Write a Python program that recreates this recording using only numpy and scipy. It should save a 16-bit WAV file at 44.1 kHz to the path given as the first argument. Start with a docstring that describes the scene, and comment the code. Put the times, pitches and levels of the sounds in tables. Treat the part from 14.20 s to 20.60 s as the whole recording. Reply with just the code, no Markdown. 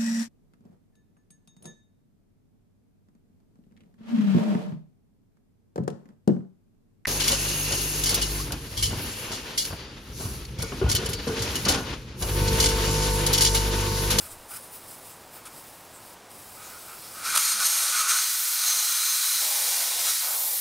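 """A garage: the core is unscrewed from the valve of a truck tire on the floor, two metres from the microphone.
Air seeps past the thread in thin, uneven spurts, then rushes out around the tool and the gloved hand.
Shaped noise makes the hisses, the jet and its buffets on the glove; narrow noise makes gap, hollow,
bore and chamber ring. Hollow and bore ring less, and the sizzle grows, as the tool draws back.
Reflections off rim and room are added, and outdoor wash and hum come through the open door."""
import sys
import numpy as np
from scipy import signal
from scipy.fft import rfft, irfft
from scipy.io import wavfile
from scipy.ndimage import map_coordinates

SR = 44100
rng = np.random.default_rng(int(sys.argv[2]) if len(sys.argv) > 2 else 0)


def to_wav(s):
    """Save 16-bit WAV."""
    ch = np.atleast_2d(s).T  # columns
    pcm = np.round(np.clip(ch, -1, 1) * 32767)  # PCM
    wavfile.write(sys.argv[1], SR, pcm.astype(np.int16))


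N = 282353
TIME = np.arange(N) / SR  # s

# resonances of the hollow at the valve: f/Hz, width/Hz, level/dB
HOLLOW_MODES = [(1245, 210, -7), (1408.5, 305, -5), (2348, 830, -9.5)]


def gain_of(db):
    """Level definition: amplitude ratio from decibels."""
    return 10 ** (np.asarray(db) / 20)


def evened(x):
    """Power normalisation: scales a signal to an rms of 1."""
    return x / np.sqrt(np.mean(x ** 2) + 1e-20)


def follow(rows):
    """Linear interpolation: one value per sample for each column of a curve."""
    s, *columns = np.transpose(rows)
    return [np.interp(TIME, s, column) for column in columns]


def noise(colour):
    """Spectral shaping: white noise filtered to the given spectrum, with rms 1."""
    hz, db = np.transpose(colour)
    log_bins = np.log(np.fft.rfftfreq(N, 1 / SR) + 1)
    shape = gain_of(np.interp(log_bins, np.log(hz), db))
    white = rng.standard_normal(N)
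    return evened(irfft(rfft(white) * shape, N))


def blown(hz, width_hz, size=N):
    """Resonance driven by turbulence: narrow noise of rms 1 around a fixed or moving pitch."""
    r = np.exp(-np.pi * abs(width_hz) / SR)
    drive = rng.standard_normal(size) + 1j * rng.standard_normal(size)
    # low-passed complex noise is the slow envelope; the carrier shifts it up to the pitch
    slow = signal.lfilter([1], [1, -2 * r, r * r], drive)
    phase = 2 * np.pi * np.cumsum(hz * np.ones(size)) / SR
    return evened((slow * np.exp(1j * phase)).real)


def ringing(modes):
    """Modal superposition: all the resonances of one cavity, blown together."""
    return sum(gain_of(db) * blown(hz, width) for hz, width, db in modes)


def drift(size=48):
    """Band-limited random motion: wandering of rms about 1, as of a hand that is never quite still."""
    steps = rng.standard_normal(size)
    smooth = signal.resample(steps, 16 * size)
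    return np.interp(TIME, np.linspace(0, TIME[-1], 16 * size), smooth)


def restless(hz, width_hz, wander=.005, swell_db=1.5):
    """Perturbed resonance: pitch and strength shift as the tool moves in the opening."""
    moving_hz = hz * (1 + wander * drift())  # wander is an rms fraction of the pitch
    return blown(moving_hz, width_hz) * gain_of(swell_db * drift())


def gate(s, length, edge):
    """Amplitude window: opens at s and shuts after length, with linear edges; all in seconds."""
    return np.clip(np.minimum(TIME - s, s + length - TIME) / edge + .5, 0, 1)


def bursts(rows, rise_s, fall_s):
    """Transient envelopes: events that each rise linearly, hold and die away exponentially."""
    total = 0
    for s, length, db in rows:
        rise = np.clip((TIME - s) / rise_s + .5, 0, 1)
        fall = np.exp(-np.maximum(TIME - s - length, 0) / fall_s)
        total = total + gain_of(db) * rise * fall
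    return total


def flutter(depth_db):
    """Amplitude modulation by turbulence: quick random unsteadiness of a flow, depth_db rms."""
    return gain_of(depth_db * noise([(2, -20), (10, 0), (40, -5), (150, -22), (600, -70)]))


def tilting():
    """Flow restriction: change in dB as the core tilts in its seat and widens or pinches the passage."""
    # tilts of the core: t/s, length/s, change of flow/dB
    tilts = [(.945, .17, -2), (1.948, 0.15, -22), (3.334, 0.063, -3), (3.451, 0.023, 2.5),
             (3.67, 0.092, -1), (3.824, 0.057, -3.5), (3.89, 0.11, 0.5), (4.46, 0.051, 1.5),
             (5.648, 0.14, -1.5), (5.859, 0.053, 2)]
    return sum(db * gate(s, length, edge=0.0093) for s, length, db in tilts)


def outflow(close_db, clear_db, steepness=1):
    """Power law of flow noise: steepness dB per dB of flow, from close_db (tool on) to clear_db (tool back)."""
    # outflow of the opening valve, against that at 3.2 s: t/s, level/dB
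    flow_curve = [(2.15, -69), (2.44, -23), (2.64, -27.5), (2.9, -26), (3.03, -14), (3.055, -5),
                  (3.14, -3.5), (3.2, 0), (4.25, 1), (5.5, 2.5), (6.39, 0)]
    # how far the tool is drawn back from the mouth of the valve: t/s, clearance (0-1)
    clearance_curve = [(3.1, 0), (3.55, 0.18), (3.9, 0.05), (4.2, 0.62), (4.33, 0.62), (4.42, 0.35),
                       (5.0, 0.47), (5.33, 0.48), (5.95, 0.38), (6.18, 1)]
    flow, = follow(flow_curve)
    clearance, = follow(clearance_curve)
    position_db = close_db + (clear_db - close_db) * clearance
    return gain_of(steepness * (flow + tilting()) + position_db)


def lifted(db):
    """Change of acoustic coupling: gain that goes from 0 dB to db as the tool lifts off the valve."""
    lift_s, takes_s = 5.22, 0.067
    return gain_of(db * np.clip((TIME - lift_s) / takes_s + .5, 0, 1))


def seep(spurt_db=-1, flutter_db=1.0, loose_db=-3):
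    """Turbulent leakage: hiss through the thread with short whistles; the gap rings less as the core loosens."""
    # spectrum of the leak: f/Hz, level per Hz/dB
    leak_colour = [(300, -36), (1500, -13.5), (3700, -6), (4600, -5), (5000, 1), (6000, -6.5), (7000, -3.5),
                   (8100, 2.5), (8600, 0.5), (9500, -3), (11000, 1), (12800, 0), (14200, 2), (15200, 0)]
    # resonances of the narrow gap: f/Hz, width/Hz, level/dB
    gap_modes = [(9350, 260, -10.5), (9800, 330, -9.5), (12150, 220, -16)]
    # steady leak, growing unevenly as the core loosens, until the jet takes over: t/s, level/dB
    leak = [(0.2, -56), (0.65, -50), (1.22, -57), (1.45, -49), (1.68, -55), (2.14, -48.5), (2.99, -44),
            (3.15, -67)]
    # spurts on top of the leak, one for each twist of the tool: t/s, length/s, level before spurt_db/dB
    spurts = [(0.0, 0.067, -43), (.105, 0.023, -46.5), (.3, .07, -41.5), (.42, 0.024, -52),
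              (.53, 0.029, -47), (.69, 0.053, -50), (.84, 0.075, -51.5), (1.135, 0.034, -47),
              (1.25, 0.02, -54), (1.33, 0.063, -53), (1.83, .1, -65)]
    # brief fuzzy whistles at the thread: t/s, length/s, f/Hz, width/Hz, level/dB
    whistle_rows = [(0.087, 0.046, 8000, 1500, -51), (.515, .06, 14200, 1300, -50),
                    (.67, .08, 7950, 1500, -57), (0.913, 0.026, 7800, 1000, -53),
                    (1.127, .06, 14450, 1500, -53), (1.735, 0.05, 8320, 1600, -52),
                    (2.43, 0.064, 6800, 785, -51.5), (2.817, 0.069, 4900, 2560, -51.5)]

    steady = gain_of(follow(leak)[0] + tilting())
    level = steady + gain_of(spurt_db) * bursts(spurts, rise_s=0.039, fall_s=0.012)
    gap = sum(gain_of(db) * restless(hz, width) for hz, width, db in gap_modes)
    tightness = gain_of(np.interp(TIME, [.9, 1.4], [1, loose_db]))
    hiss = level * (noise(leak_colour) + tightness * gap)
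    whistles = 0
    for s, length, hz, width, db in whistle_rows:
        whistles = whistles + gain_of(db) * gate(s, length, .02) * blown(hz, width)
    return (hiss + whistles) * flutter(flutter_db)


def hollow():
    """Cavity resonance: the hollow rings with the air that crosses it, less as the tool draws back."""
    # hoots as the air catches the edge of the hollow: t/s, length/s, level/dB
    hoots = [(0.0, 0.076, -50.5), (.305, .06, -46), (1.135, .06, -52.5), (1.255, 0.021, -46),
             (2.36, 0.22, -55.5), (2.67, 0.068, -49.5), (2.96, 0.1, -48), (3.055, .06, -38),
             (3.125, 0.034, -32.5), (3.395, 0.036, -34.5), (3.72, 0.27, -37), (5.88, 0.04, -43),
             (6.01, 0.14, -45)]
    level = outflow(close_db=-35.5, clear_db=-49.5, steepness=0.77) * lifted(db=-11)
    level += bursts(hoots, rise_s=0.013, fall_s=0.0088)
    return level * ringing(HOLLOW_MODES)


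def yard(rumble_db=-57):
    """Ambient noise: dull outdoor wash and hum, lower and uneven under the jet; a short low rumble at first."""
    # spectrum of the wash through the open door: f/Hz, level per Hz/dB
    wash_colour = [(20, -10), (50, -6), (140, -3), (280, -2), (850, 0), (1150, -2.5), (1700, -7.5),
                   (3000, -11.5), (8000, -14.5), (16000, -21)]
    # level of the wash, with the hum following it: t/s, level/dB
    wash_level = [(0, -49), (3.16, -49), (3.25, -61), (3.7, -62), (4.1, -62), (5.0, -74), (5.6, -62),
                  (6.4, -77)]
    # faint hum, against the wash: f/Hz, width/Hz, level/dB
    hum_modes = [(102, 4, -18)]
    wash = gain_of(follow(wash_level)[0]) * (noise(wash_colour) + ringing(hum_modes))
    rumble = noise([(20, 3), (45, -8), (90, 3), (160, -26), (600, -70)])
    return wash + gain_of(rumble_db) * gate(0, 0.27, .03) * rumble


def spits(hollow_db=-7, edge=0.0013):
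    """Impulsive excitation: short puffs of broad noise that also sound the hollow."""
    # puffs as the core shifts in its seat: t/s, length/s, level/dB
    puff_rows = [(0.31, 0.041, -59), (0.355, 0.018, -47), (1.253, 0.027, -45), (3.151, 0.014, -20.5),
                 (3.173, 0.0073, -18), (3.427, 0.034, -38), (3.891, 0.025, -26), (5.867, 0.025, -34)]
    puffs = sum(gain_of(db) * gate(s, length, edge) for s, length, db in puff_rows)
    colour = [(100, -44), (1200, -8.0), (3000, 3.0), (6500, 5.5), (9500, 11.0), (12000, 3.0), (16000, -8.0)]
    return puffs * (noise(colour) + gain_of(hollow_db) * ringing(HOLLOW_MODES))


def jet():
    """Jet noise: rush from the mixing air, sizzle from the finest eddies, low roar where they hit the glove."""
    # spectra of rush, sizzle and roar: f/Hz, level per Hz/dB
    rush_colour = [(200, -56), (600, -19), (1100, -8.5), (1800, -5), (2250, -3), (2700, -6), (3800, 0),
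                   (5200, 1.5), (6900, 0.1), (7750, -1), (9300, 2.5), (10700, -2.5), (13000, -25),
                   (16000, -21)]
    sizzle_colour = [(2000, -28.5), (6000, -8.5), (9000, -1), (11500, 4), (13000, 2.5), (14050, 4.5),
                     (15200, 2), (15800, -7)]
    roar_colour = [(80, -34), (170, -22), (340, -9), (430, -14.5), (520, 0), (800, 5), (1150, -0.5),
                   (1800, -32), (4000, -13)]
    # the jet strikes the glove: t/s, length/s, level/dB
    buffets = [(3.02, 0.037, -52), (3.15, 0.0086, -39), (3.36, 0.34, -49), (3.9, 0.12, -58),
               (4.44, 0.2, -49.5), (5.21, 0.67, -42.5), (6.025, 0.15, -42), (6.2, 0.15, -46)]
    rush = outflow(close_db=-26.5, clear_db=-35) * noise(rush_colour)
    sizzle = outflow(close_db=-34.5, clear_db=-28.5) * noise(sizzle_colour)
    roar = bursts(buffets, rise_s=0.028, fall_s=0.033) * noise(roar_colour)
    return rush + sizzle + roar


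def bore(reach_octaves=0.96):
    """Flow-excited resonance: as the opening widens the eddies grow, and come to drive lower bore modes."""
    # resonances of the bore: f/Hz, width/Hz, level/dB
    bore_modes = [(4078, 250, 2.5), (4200, 200, 2), (5890, 280, -1.5), (6395, 510, 6), (6870, 140, -1),
                  (8510, 500, 4.5), (11350, 740, 4)]
    # pitch that the eddies drive most strongly: t/s, f/Hz
    eddies = [(3.05, 8100), (3.5, 9400), (3.72, 9050), (3.9, 6500), (4.4, 5050), (5.2, 4230)]
    # sag of the bore's pitch as the air cools the valve: t/s, factor (ratio)
    pitch_sag = [(3.3, 1.025), (3.5, 1.003), (4.4, .99), (5.0, .99), (5.4, .965)]
    driven_hz, = follow(eddies)
    sag, = follow(pitch_sag)
    shares = []
    for hz, _, db in bore_modes:
        octaves_off = np.log2(hz / driven_hz)
        shares.append(gain_of(db) * np.exp(-.5 * (octaves_off / reach_octaves) ** 2))
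    tones = sum(share * restless(hz * sag, width) for share, (hz, width, _) in zip(shares, bore_modes))
    level = outflow(close_db=-28, clear_db=-45.5, steepness=2.5) * lifted(db=-10)
    return level * tones / np.linalg.norm(shares, axis=0)  # the shares' total power stays constant


def chamber():
    """Enclosed-air resonance: the tire hums faintly with the outflow, more once the tool is off the valve."""
    # resonances of the air chamber of the tire: f/Hz, width/Hz, level/dB
    chamber_modes = [(198, 43, 0.5), (492, 15, -1.5)]
    boom = gain_of(-59.5) * gate(3.32, .14, 0.058)  # one boom, soon after the valve opens
    hum_level = outflow(close_db=-79, clear_db=-84) * lifted(db=7.5)
    return (hum_level + boom) * ringing(chamber_modes)


def rim(x, sway_s=.00003):
    """Comb filtering: close reflections off the rim and the floor, on paths that sway with the hand."""
    total = 0
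    for delay_s in (.0021, .0047):
        arrival = (TIME - delay_s - sway_s * drift()) * SR
        total = total + map_coordinates(x, [arrival], order=3)
    return total


def garage(x, t60=0.26, count=12):
    """Reverberation: reflections off floor, walls and shelves; the pattern changes as the hand steers the jet."""
    t = np.arange(SR // 2) / SR
    decay = gain_of(-60 * t / t60) * (t > .003)
    out = np.zeros(N)
    spacing = TIME[-1] / (count - 1)
    for place in np.linspace(0, TIME[-1], count):
        signs = rng.choice([-1, 1], len(t))
        taps = decay * signs * (rng.random(len(t)) < 2000 / SR)  # about 2000 reflections per second
        # each pattern crossfades into the next
        aim = np.cos(np.pi / 2 * np.minimum(abs(TIME - place) / spacing, 1))
        out += signal.fftconvolve(x * aim, taps / np.linalg.norm(taps))[:N]
    return out


def scene(rim_db=-17, room_db=-8):
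    """Superposition: valve, garage and yard, heard by one microphone that feeds both channels."""
    gusts = flutter(.3)  # shared by all that the jet drives at the valve
    air = seep() + (hollow() + jet() + bore()) * gusts + spits() + chamber()
    mono = air + gain_of(rim_db) * rim(air) + gain_of(room_db) * garage(air) + yard()
    return np.array([mono, mono])


def record(dry):
    """Band limitation: a steep linear-phase low-pass at the top of the microphone's range."""
    edge_hz = 15780
    low_pass = signal.firwin(1023, edge_hz, window=("kaiser", 9), fs=SR)
    return signal.oaconvolve(dry, low_pass[None], "same", axes=1)


dry = scene()
out = record(dry)
to_wav(out)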